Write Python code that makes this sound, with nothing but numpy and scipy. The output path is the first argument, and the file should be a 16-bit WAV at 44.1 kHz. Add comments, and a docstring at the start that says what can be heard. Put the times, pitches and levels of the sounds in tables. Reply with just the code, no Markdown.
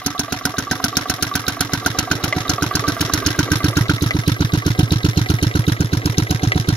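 """An old single-cylinder two-stroke engine runs in the open at about 470 turns a minute; a phone walks up close.
Each turn repeats a train: tick, exhaust blast with thump and pipe ring, knock, crankcase thump, a bouncing
valve and a loose clank, over steady clatter and belt rumble. Blows and noise excite damped resonances.
The speed creeps up, but three turns fail to fire: a loud clank, a weak exhaust and a drop in speed."""
import sys
import numpy as np
from scipy import signal
from scipy.io import wavfile
from scipy.ndimage import uniform_filter1d, map_coordinates

SR = 44100
rng = np.random.default_rng(int(sys.argv[2]) if len(sys.argv) > 2 else 0)


def nominal_scale(level):
    """Amplitude ratio for a level in decibels (scalar or array-like)."""
    x = np.asarray(level, float) / 20
    return 10 ** x


def dump_mix(stems):
    """Bounce the given channels to the path in sys.argv[1] as a 16-bit WAV at rate SR."""
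    frames = np.atleast_2d(stems).T  # one column per channel
    limited = np.clip(frames, -1, 1)  # hard clip at full scale
    pcm = np.round(limited * 32767).astype(np.int16)
    wavfile.write(sys.argv[1], SR, pcm)


N = 298116

# The walk up to the engine. Each row: time in seconds, distance in metres.
DISTANCE = [(0, 3.2), (.6, 2.7), (1.2, 2.2), (1.9, 1.8), (2.4, 1.3), (3.1, 1.2), (3.6, .65), (4.2, .65),
            (5.2, .55), (6, .75), (6.76, .65)]
# The way round the engine, from the pulley end (0) to behind the flywheel (1).
# Each row: time in seconds, share of the way.
WAY_ROUND = [(0, 0.27), (1, 0.07), (2, 0.13), (2.6, 0.23), (3.3, 0.02), (3.7, 0.56), (4.3, 0.85), (5, 0.84),
             (5.6, 0.92), (6.76, 0.94)]
# Turns that fail to fire. Each row: time in seconds, speed lost in rpm, level of the clank in dB,
# level of the flywheel ring in dB.
MISFIRES = [(2.325, 14.055, -16, -21), (4.107, 13.39, -15, -24), (6.518, 12, -13, -32)]


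def follow(table, t):
    """Linear interpolation: the second column of a table at times t."""
    return np.interp(t, *np.transpose(table))


def turns():
    """Rotation: the integral of shaft speed counts turns and so gives the moments of firing."""
    free_rpm, start_below_rpm, recover_s, first_turn_s = 492.885, 36.96, 2.8184, .0521
    t = np.arange(-SR // 5, N) / SR
    rpm = free_rpm - start_below_rpm * np.exp(-t / recover_s)
    for miss_s, lost_rpm, *_ in MISFIRES:
        rpm = rpm - lost_rpm * (t > miss_s) * np.exp(-np.maximum(t - miss_s, 0) / recover_s)
    done = np.cumsum(rpm) / SR / 60
    done = done - np.interp(first_turn_s, t, done)
    # one turn is already under way
    return np.interp(np.arange(-1, done[-1]), done, t)


def heard(part, t):
    """Distance law: a share of the 1 / r fall in pressure, and a change of level behind the flywheel."""
    # Each part's row: level in dB at 1 m, share of the 1 / r law that it follows, change in dB behind
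    # the flywheel, random scatter in dB (rms, either sign).
    part_levels = {"thump": (-12, 1.02, 0, 0.2), "pipe": (-14.5, .6, -0.5, -0.4),
                   "crankcase": (-19, 1.2, 2, -0.9), "blast": (-16.5, -0.1, -10, 0.65),
                   "port": (-21, 0.6, -9.5, 1.1), "tick": (-29, 0.21, 0, .8), "knock": (-31, 0.1, 0.5, .7),
                   "valve": (-26, 0.56, -7, 0), "clank": (-33.5, 1.13, 2, 1.5),
                   "clatter": (-34.5, 0.52, -9.5, -1)}
    db, share, behind_db, scatter_db = part_levels[part]
    near_db = -20 * np.log10(follow(DISTANCE, t))
    scatter = scatter_db * rng.standard_normal(len(t))
    return db + share * near_db + behind_db * follow(WAY_ROUND, t) + scatter


def train(times, db, shape):
    """Convolution: one copy of a shape at each time, with its own level."""
    # a second of lead-in allows times before zero
    spikes = np.zeros(N + 2 * SR)
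    np.add.at(spikes, np.round((times + 1) * SR).astype(int), nominal_scale(db))
    return signal.oaconvolve(spikes, shape)[SR:SR + N]


def fade(rise_ms, t60_ms):
    """Exponential growth and decay: a quick rise, then a fall by 60 dB in t60_ms; the top is 1."""
    ms = np.arange(SR // 4) * 1000 / SR
    rise = 1 - np.exp(-ms / max(rise_ms, .05))
    shape = rise * np.exp(-np.log(1000) * ms / t60_ms)
    return ms, shape / shape.max()


def rings(times, db, table, scatter_db=1.38):
    """Damped oscillation: low swings of air and iron, a little stronger or weaker from turn to turn."""
    out = 0
    for lag_ms, hz, rise_ms, t60_ms, mode_db, sign in table:
        ms, shape = fade(rise_ms, t60_ms)
        force_db = db + mode_db + scatter_db * rng.standard_normal(len(times))
        swing = sign * shape * np.sin(2 * np.pi * hz * ms / 1000)
        out = out + train(times + lag_ms / 1000, force_db, swing)
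    return out


def pushes(times, db, table, scatter_db, slack_ms):
    """Impulsive excitation: blows as sharp contacts and as envelopes; play varies force and moment."""
    contacts, envelope = 0, 0
    for lag_ms, rise_ms, t60_ms, blow_db in table:
        # uniform draws with an rms of 1
        force, slip = rng.uniform(-np.sqrt(3), np.sqrt(3), (len(times), 2)).T
        when = times + (lag_ms + slack_ms * slip) / 1000
        force_db = db + blow_db + scatter_db * force
        contacts = contacts + train(when, force_db, np.hanning(5))
        envelope = envelope + train(when, force_db, fade(rise_ms, t60_ms)[1])
    return contacts, envelope


def patches():
    """Uneven excitation: a gain that wanders every 9 ms, mean power 1."""
    hold = int(9.0 * SR / 1000)
    steps = rng.uniform(-np.sqrt(3), np.sqrt(3), N // 100)
    wander = uniform_filter1d(np.repeat(steps, hold)[:N], hold // 2)
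    gain = nominal_scale(4 * wander)
    return gain / np.sqrt(np.mean(gain ** 2))


def body(blows, modes, alike, firm_db, rattle_db, grain_db):
    """Modal resonance: clean contacts and a grainy rattle, partly alike in both microphones, drive the modes."""
    contacts, envelope = blows
    mid, side = rng.standard_normal((2, N))
    # the rattle changes strength every 48 samples
    grain_steps = nominal_scale(grain_db * np.minimum(rng.exponential(size=N // 48 + 1), 2))
    grains = np.repeat(grain_steps, 48)[:N]
    envelope = envelope * nominal_scale(rattle_db) * grains / np.sqrt(np.mean(grains ** 2))
    # alike is the correlation between left and right
    alike = np.clip(alike, 0, 1)
    rattle = np.sqrt((1 + alike) / 2) * mid + np.sqrt((1 - alike) / 2) * side * np.array([[1], [-1]])
    firm, loose = nominal_scale(firm_db) * contacts, envelope * rattle
    out = 0
    for hz, width, db in modes:
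        # every mode is woken unevenly; the root evens out the noise power passed by its bandwidth
        force = firm + loose * patches()
        ring = signal.lfilter(*signal.iirpeak(hz, hz / width, SR), force)
        out = out + nominal_scale(db) * np.sqrt(SR / np.pi / width) * ring
    return out


def clatter(db):
    """Steady random excitation: gears, belt and bearings rattle on."""
    # Each row: frequency in Hz, bandwidth in Hz, level in dB.
    modes = [(742, 8, -14), (1114, 83, -8), (1285, 58, -1.5), (1588, 50, -2.5), (1970, 140, -6.5),
             (3060, 1300, -6), (3840, 420, -15), (5330, 1200, -7), (11500, 4500, 0), (273, 34, -2.5),
             (95, 200, -6.5)]
    return body((0, nominal_scale(db)), modes, alike=0.67, firm_db=0, rattle_db=1.0, grain_db=0.5)


def belt(db):
    """Broad resonance under steady noise: the belt rumbles."""
    # Each row: frequency in Hz, bandwidth in Hz, level in dB.
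    modes = [(403, 150, 1.5), (544, 420, -11.5)]
    return body((0, nominal_scale(db)), modes, alike=1.0, firm_db=0, rattle_db=0, grain_db=7.0)


def tick(fire, db):
    """Impact on small stiff parts: a tick, further ahead of the exhaust when a turn takes over 0.127 s."""
    # Each row: milliseconds after the tick's reference moment, rise in ms, 60 dB decay in ms, level in dB.
    blows = [(-12.5, 0.31, 70, 3.5), (16.5, 0.2, 84, -1.5)]
    # Each row: frequency in Hz, bandwidth in Hz, level in dB.
    modes = [(3866, 340, 0), (2980, 310, -17), (6000, 2900, -32), (11000, 3000, -26)]
    # 0.85 s earlier per second of extra turn length
    times = fire - .85 * (np.gradient(fire) - .127)
    return body(pushes(times, db, blows, 1.2, .8), modes, alike=.45, firm_db=3, rattle_db=0, grain_db=1.5)


def exhaust_thump(fire, db):
    """Pulsed volume flow: each exhaust pulse sets low swings of air going."""
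    # Each row: milliseconds after firing, frequency in Hz, rise in ms, 60 dB decay in ms, level in dB,
    # first swing out (1) or in (-1).
    swings = [(6.1, 96, 12, 32, -5.6, 1), (-1.9, 154, 12, 37, 0, 1), (-8.3, 84, 12, 67, -12, 1)]
    return rings(fire, db, swings)


def pipe_ring(fire, db):
    """Air-column resonance: the exhaust pipe rings after each pulse."""
    # Each row: milliseconds after firing, frequency in Hz, rise in ms, 60 dB decay in ms, level in dB,
    # first swing out (1) or in (-1).
    swings = [(-1.6, 284, 12, 76, -1.3, 1), (12.1, 303, 3, 56, 0, 1), (-1, 382, 7, 17, -5.4, 1),
              (44.3, 303, .5, 101, -14, 1)]
    return rings(fire, db, swings)


def exhaust_blast(fire, db):
    """Turbulent jet noise: a burst of gas, shaped by high resonances."""
    # Each row: milliseconds after firing, rise in ms, 60 dB decay in ms, level in dB.
    puffs = [(1.3, 0.91, 15.8, -1), (0.37, 0.42, 38.5, -4), (8, 0.18, 7, -21), (6.3, 3.0, 26, -9)]
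    # Each row: frequency in Hz, bandwidth in Hz, level in dB.
    modes = [(4400, 20, -23), (5543, 190, -3.5), (6250, 460, -1.5), (6770, 240, -16.5), (5950, 2400, -8),
             (10500, 2260, -1), (12850, 5900, 1)]
    return body(pushes(fire, db, puffs, 1.2, .5), modes, alike=.3, firm_db=-3, rattle_db=0, grain_db=3.5)


def muffler(fire, db):
    """Shell resonance: gas blows make the muffler ring."""
    # Each row: milliseconds after firing, rise in ms, 60 dB decay in ms, level in dB.
    blows = [(0.527, 0.68, 40.4, 3), (13.1, 3.5, 40, -8.5), (42, 1.8, 28, -17.5)]
    # Each row: frequency in Hz, bandwidth in Hz, level in dB.
    modes = [(1529, 50, 2.5), (1424, 66, 1), (685, 230, -10.5)]
    return body(pushes(fire, db, blows, 1.0, 0.34), modes, alike=0.79, firm_db=11.0, rattle_db=-2, grain_db=4.0)


def frame(fire, db):
    """Structural resonance: blows within the turn make the frame ring."""
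    # Each row: milliseconds after firing, rise in ms, 60 dB decay in ms, level in dB.
    blows = [(1.61, 0.4, 21, 0.5), (20.07, 0.61, 24, -8), (88, 0.86, 81, -5)]
    # Each row: frequency in Hz, bandwidth in Hz, level in dB.
    modes = [(737.6, 18.5, 1.5), (684, 54, -16)]
    return body(pushes(fire, db, blows, 3.0, .8), modes, alike=.85, firm_db=16, rattle_db=-6, grain_db=2.5)


def exhaust_port(fire, db):
    """Flow noise through an opening: puffs at the port excite its resonances."""
    # Each row: milliseconds after firing, rise in ms, 60 dB decay in ms, level in dB.
    puffs = [(3.95, 0.69, 16.6, 1.5), (12.3, 1.6, 33, -9), (23.8, 1.6, 23, -10)]
    # Each row: frequency in Hz, bandwidth in Hz, level in dB.
    modes = [(3060, 300, -12.5), (3770, 79, -9), (4200, 140, 2), (2850, 520, -5), (3100, 790, 0)]
    return body(pushes(fire, db, puffs, 1.27, 0.24), modes, alike=0.067, firm_db=2, rattle_db=0.0, grain_db=-3.0)


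def knock(fire, db):
    """Impact of hard parts: firm contacts excite narrow modes."""
    # Each row: milliseconds after firing, rise in ms, 60 dB decay in ms, level in dB.
    blows = [(18.57, 0.27, 19, 2), (4.06, 0.26, 7.9, -7.5), (41.6, 0.83, 41, -7.5)]
    # Each row: frequency in Hz, bandwidth in Hz, level in dB.
    modes = [(966, 97, 2.5), (1340, 54, 0), (1510, 190, -11), (1890, 170, -16)]
    return body(pushes(fire, db, blows, 0.82, 0.82), modes, alike=0.94, firm_db=16.5, rattle_db=-2.5, grain_db=-4.0)


def water_tank_ring(fire, pipe_db):
    """Damped oscillation: a water tank nearby rings back near 250 and 289 Hz, thickening or thinning the pipe
    ring, at a level that changes."""
    # Each row: milliseconds after firing, frequency in Hz, rise in ms, 60 dB decay in ms, level in dB,
    # first swing out (1) or in (-1).
    swings = [(6, 250, 1.5, 61, -.5, 1), (11.8, 289, 12, 47, 0, -1)]
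    # Each row: time in seconds, level in dB added to that of the pipe ring.
    added_level = [(0, 5.5), (1.8, -1), (2.3, -5), (2.8, -16), (3.4, -45), (4.2, -6.5), (5, -8.5),
                   (6.76, -6.5)]
    return rings(fire, pipe_db + follow(added_level, fire), swings)


def flywheel(fire, db):
    """Lightly damped modes: blows make the flywheel ring."""
    # Each row: milliseconds after firing, rise in ms, 60 dB decay in ms, level in dB.
    blows = [(88.5, 1.5, 40, 0), (47, 1.5, 30, -9), (19, .8, 20, -10)]
    # Each row: frequency in Hz, bandwidth in Hz, level in dB.
    modes = [(1159.4, 29.6, 2), (1190, 15, -25), (677, 33, -6)]
    return body(pushes(fire, db, blows, .8, .5), modes, alike=.9, firm_db=16, rattle_db=-3, grain_db=2.5)


def valve(fire, db):
    """Repeated impact: the crankcase valve snaps and bounces."""
    # Each row: milliseconds after firing, rise in ms, 60 dB decay in ms, level in dB.
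    blows = [(42.06, 0.65, 42, 1.5), (52.5, 0.81, 34, -5.5), (65.6, 0.84, 55, -7), (19.8, 0.83, 53, -3.5)]
    # Each row: frequency in Hz, bandwidth in Hz, level in dB.
    modes = [(3630, 910, 0.5), (5300, 820, 0.5), (1850, 670, 1.5), (2460, 1500, -8.5), (10650, 2900, 0.5)]
    return body(pushes(fire, db, blows, 1.74, .7), modes, alike=0.096, firm_db=13, rattle_db=0, grain_db=-1.5)


def crankcase_thump(fire, db):
    """Damped air oscillation: the crankcase thumps, its first swing inward."""
    # Each row: milliseconds after firing, frequency in Hz, rise in ms, 60 dB decay in ms, level in dB,
    # first swing out (1) or in (-1).
    swings = [(38.6, 113, 12, 129, -3.7, -1), (39.8, 136, 2.4, 45, 0, -1)]
    return rings(fire, db, swings)


def clank(fire, db):
    """Impact across play: the slack linkage clanks near the top of the stroke."""
    # Each row: milliseconds after firing, rise in ms, 60 dB decay in ms, level in dB.
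    blows = [(88, .8, 22, 0), (91.5, .8, 22, -9), (94, 1.5, 55, -13)]
    # Each row: frequency in Hz, bandwidth in Hz, level in dB.
    modes = [(2230, 30, -10), (2030, 110, 3), (716, 90, -11), (1250, 200, -11), (2750, 150, -18),
             (3200, 600, -22), (1750, 200, -12), (5500, 2500, -30)]
    return body(pushes(fire, db, blows, .6, .4), modes, alike=.6, firm_db=15, rattle_db=-5, grain_db=2.5)


def lean(x, lead_ms):
    """Interaural delay: the right microphone hears it a little later."""
    return np.array([x[0], map_coordinates(x[1], [np.arange(N) - lead_ms * SR / 1000], order=3)])


def scene():
    """Superposition: all parts add up, and all but the low swings reach the left microphone first."""
    # Levels of parts that turn towards or away from the listener. Each row: time in seconds, muffler ring
    # in dB, flywheel ring in dB, frame ring in dB, belt rumble in dB.
    facing = [(0, -28, -27, -28, -50), (.7, -23, -23, -26.5, -42.5), (1.7, -22, -27.5, -28, -43.5),
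              (2.15, -20, -30, -22.5, -37.5), (2.5, -23.5, -18.5, -29, -37), (3, -24, -19.5, -37, -36),
              (3.2, -22.5, -28.5, -46, -37), (3.85, -22, -27, -50, -36), (4.1, -31, -33, -52, -41.5),
              (4.65, -29, -30, -31, -40.5), (4.9, -35, -43, -31, -39.5), (5.85, -30, -38, -38.5, -39.5),
              (6.1, -32, -47, -30.5, -38), (6.76, -24, -48, -25, -39.5)]
    t, fire = np.arange(N) / SR, turns()
    # travel time at 343 m/s
    fire = fire + follow(DISTANCE, fire) / 343

    thump_db, pipe_db, crank_db = (heard(part, fire) for part in ("thump", "pipe", "crankcase"))
    blast_db, port_db, tick_db = (heard(part, fire) for part in ("blast", "port", "tick"))
    knock_db, valve_db, clank_db = (heard(part, fire) for part in ("knock", "valve", "clank"))
    facing_s, *columns = np.transpose(facing)
    muffler_db, wheel_db, frame_db = (np.interp(fire, facing_s, c) for c in columns[:3])
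    belt_db = np.interp(t, facing_s, columns[3])
    muffler_db = muffler_db + 1.4 * rng.standard_normal(len(fire))
    wheel_db = wheel_db + 1.4 * rng.standard_normal(len(fire))

    # the clank near the top of the stroke comes late in the turn before the unfired one
    miss_s, _, miss_clank_db, miss_wheel_db = np.transpose(MISFIRES)
    unfired = np.searchsorted(fire, miss_s)
    clank_db[unfired - 1], wheel_db[unfired - 1] = miss_clank_db, miss_wheel_db
    # the lean turn before a miss rings the muffler faintly
    muffler_db[unfired - 1] += -7
    thump_db[unfired] += -0.5
    # weak gas on the unfired turn, a stronger blast on the rich turn after it
    gas_db = np.zeros(len(fire))
    gas_db[unfired], gas_db[unfired + 1] = -10, 2
    blast_db, port_db = blast_db + gas_db, port_db + gas_db
    muffler_db = muffler_db + np.minimum(gas_db, 0)

    low = exhaust_thump(fire, thump_db) + pipe_ring(fire, pipe_db)
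    low = low + water_tank_ring(fire, pipe_db) + crankcase_thump(fire, crank_db)
    high = clatter(heard("clatter", t)) + belt(belt_db)
    high += exhaust_blast(fire, blast_db) + muffler(fire, muffler_db) + frame(fire, frame_db)
    high += knock(fire, knock_db) + flywheel(fire, wheel_db) + clank(fire, clank_db)
    treble = tick(fire, tick_db) + exhaust_port(fire, port_db) + valve(fire, valve_db)

    # the left side leads by much more behind the flywheel
    lead_ms, lead_behind_ms, lead_bend = 0.052, 0.32, 2.56
    behind = np.clip(follow(WAY_ROUND, t), 0, 1) ** lead_bend
    lead_ms = lead_ms + (lead_behind_ms - lead_ms) * behind
    # treble bends round the phone's body, so its lead is never under 0.24 ms
    return low + lean(high, lead_ms) + lean(treble, np.maximum(lead_ms, 0.24))


def colour(x, points):
    """Linear filtering: a short symmetric filter through (Hz, dB) points."""
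    hz = np.linspace(0, SR / 2, 1025)
    points_hz, points_db = np.transpose(points)
    db = np.interp(np.log(hz + 1), np.log(points_hz), points_db)
    return signal.fftconvolve(x, signal.firwin2(1023, hz, nominal_scale(db), fs=SR), "same")


def low_pass(x):
    """Removes everything above the highest recorded frequency."""
    return signal.sosfilt(signal.butter(12, 16980, fs=SR, output="sos"), x)


def record(dry):
    """Transducer response: two small microphones, a dip near 8.6 kHz, peaks clipped at full scale."""
    # Response of both microphones. Each row: frequency in Hz, gain in dB.
    response = [(20, -13), (35, 5.5), (60, 1), (6800, -2.5), (7600, -7.5), (8600, -12), (9600, -7),
                (10400, -5), (15500, -15), (17000, -50)]
    # Each row: frequency in Hz, left minus right in dB.
    sides = [(60, -1), (110, -3), (200, -2.5), (380, -3.5), (700, -4), (1290, -3.5), (2380, -1), (4400, -3),
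             (8120, 4.5), (15000, -12.5)]
    left = colour(colour(dry[0], response), [(hz, db / 2) for hz, db in sides])
    right = colour(colour(dry[1], response), [(hz, -db / 2) for hz, db in sides])
    mix = np.clip([left, right], -1, 1)
    return low_pass(mix)


dry = scene()
out = record(dry)
dump_mix(out)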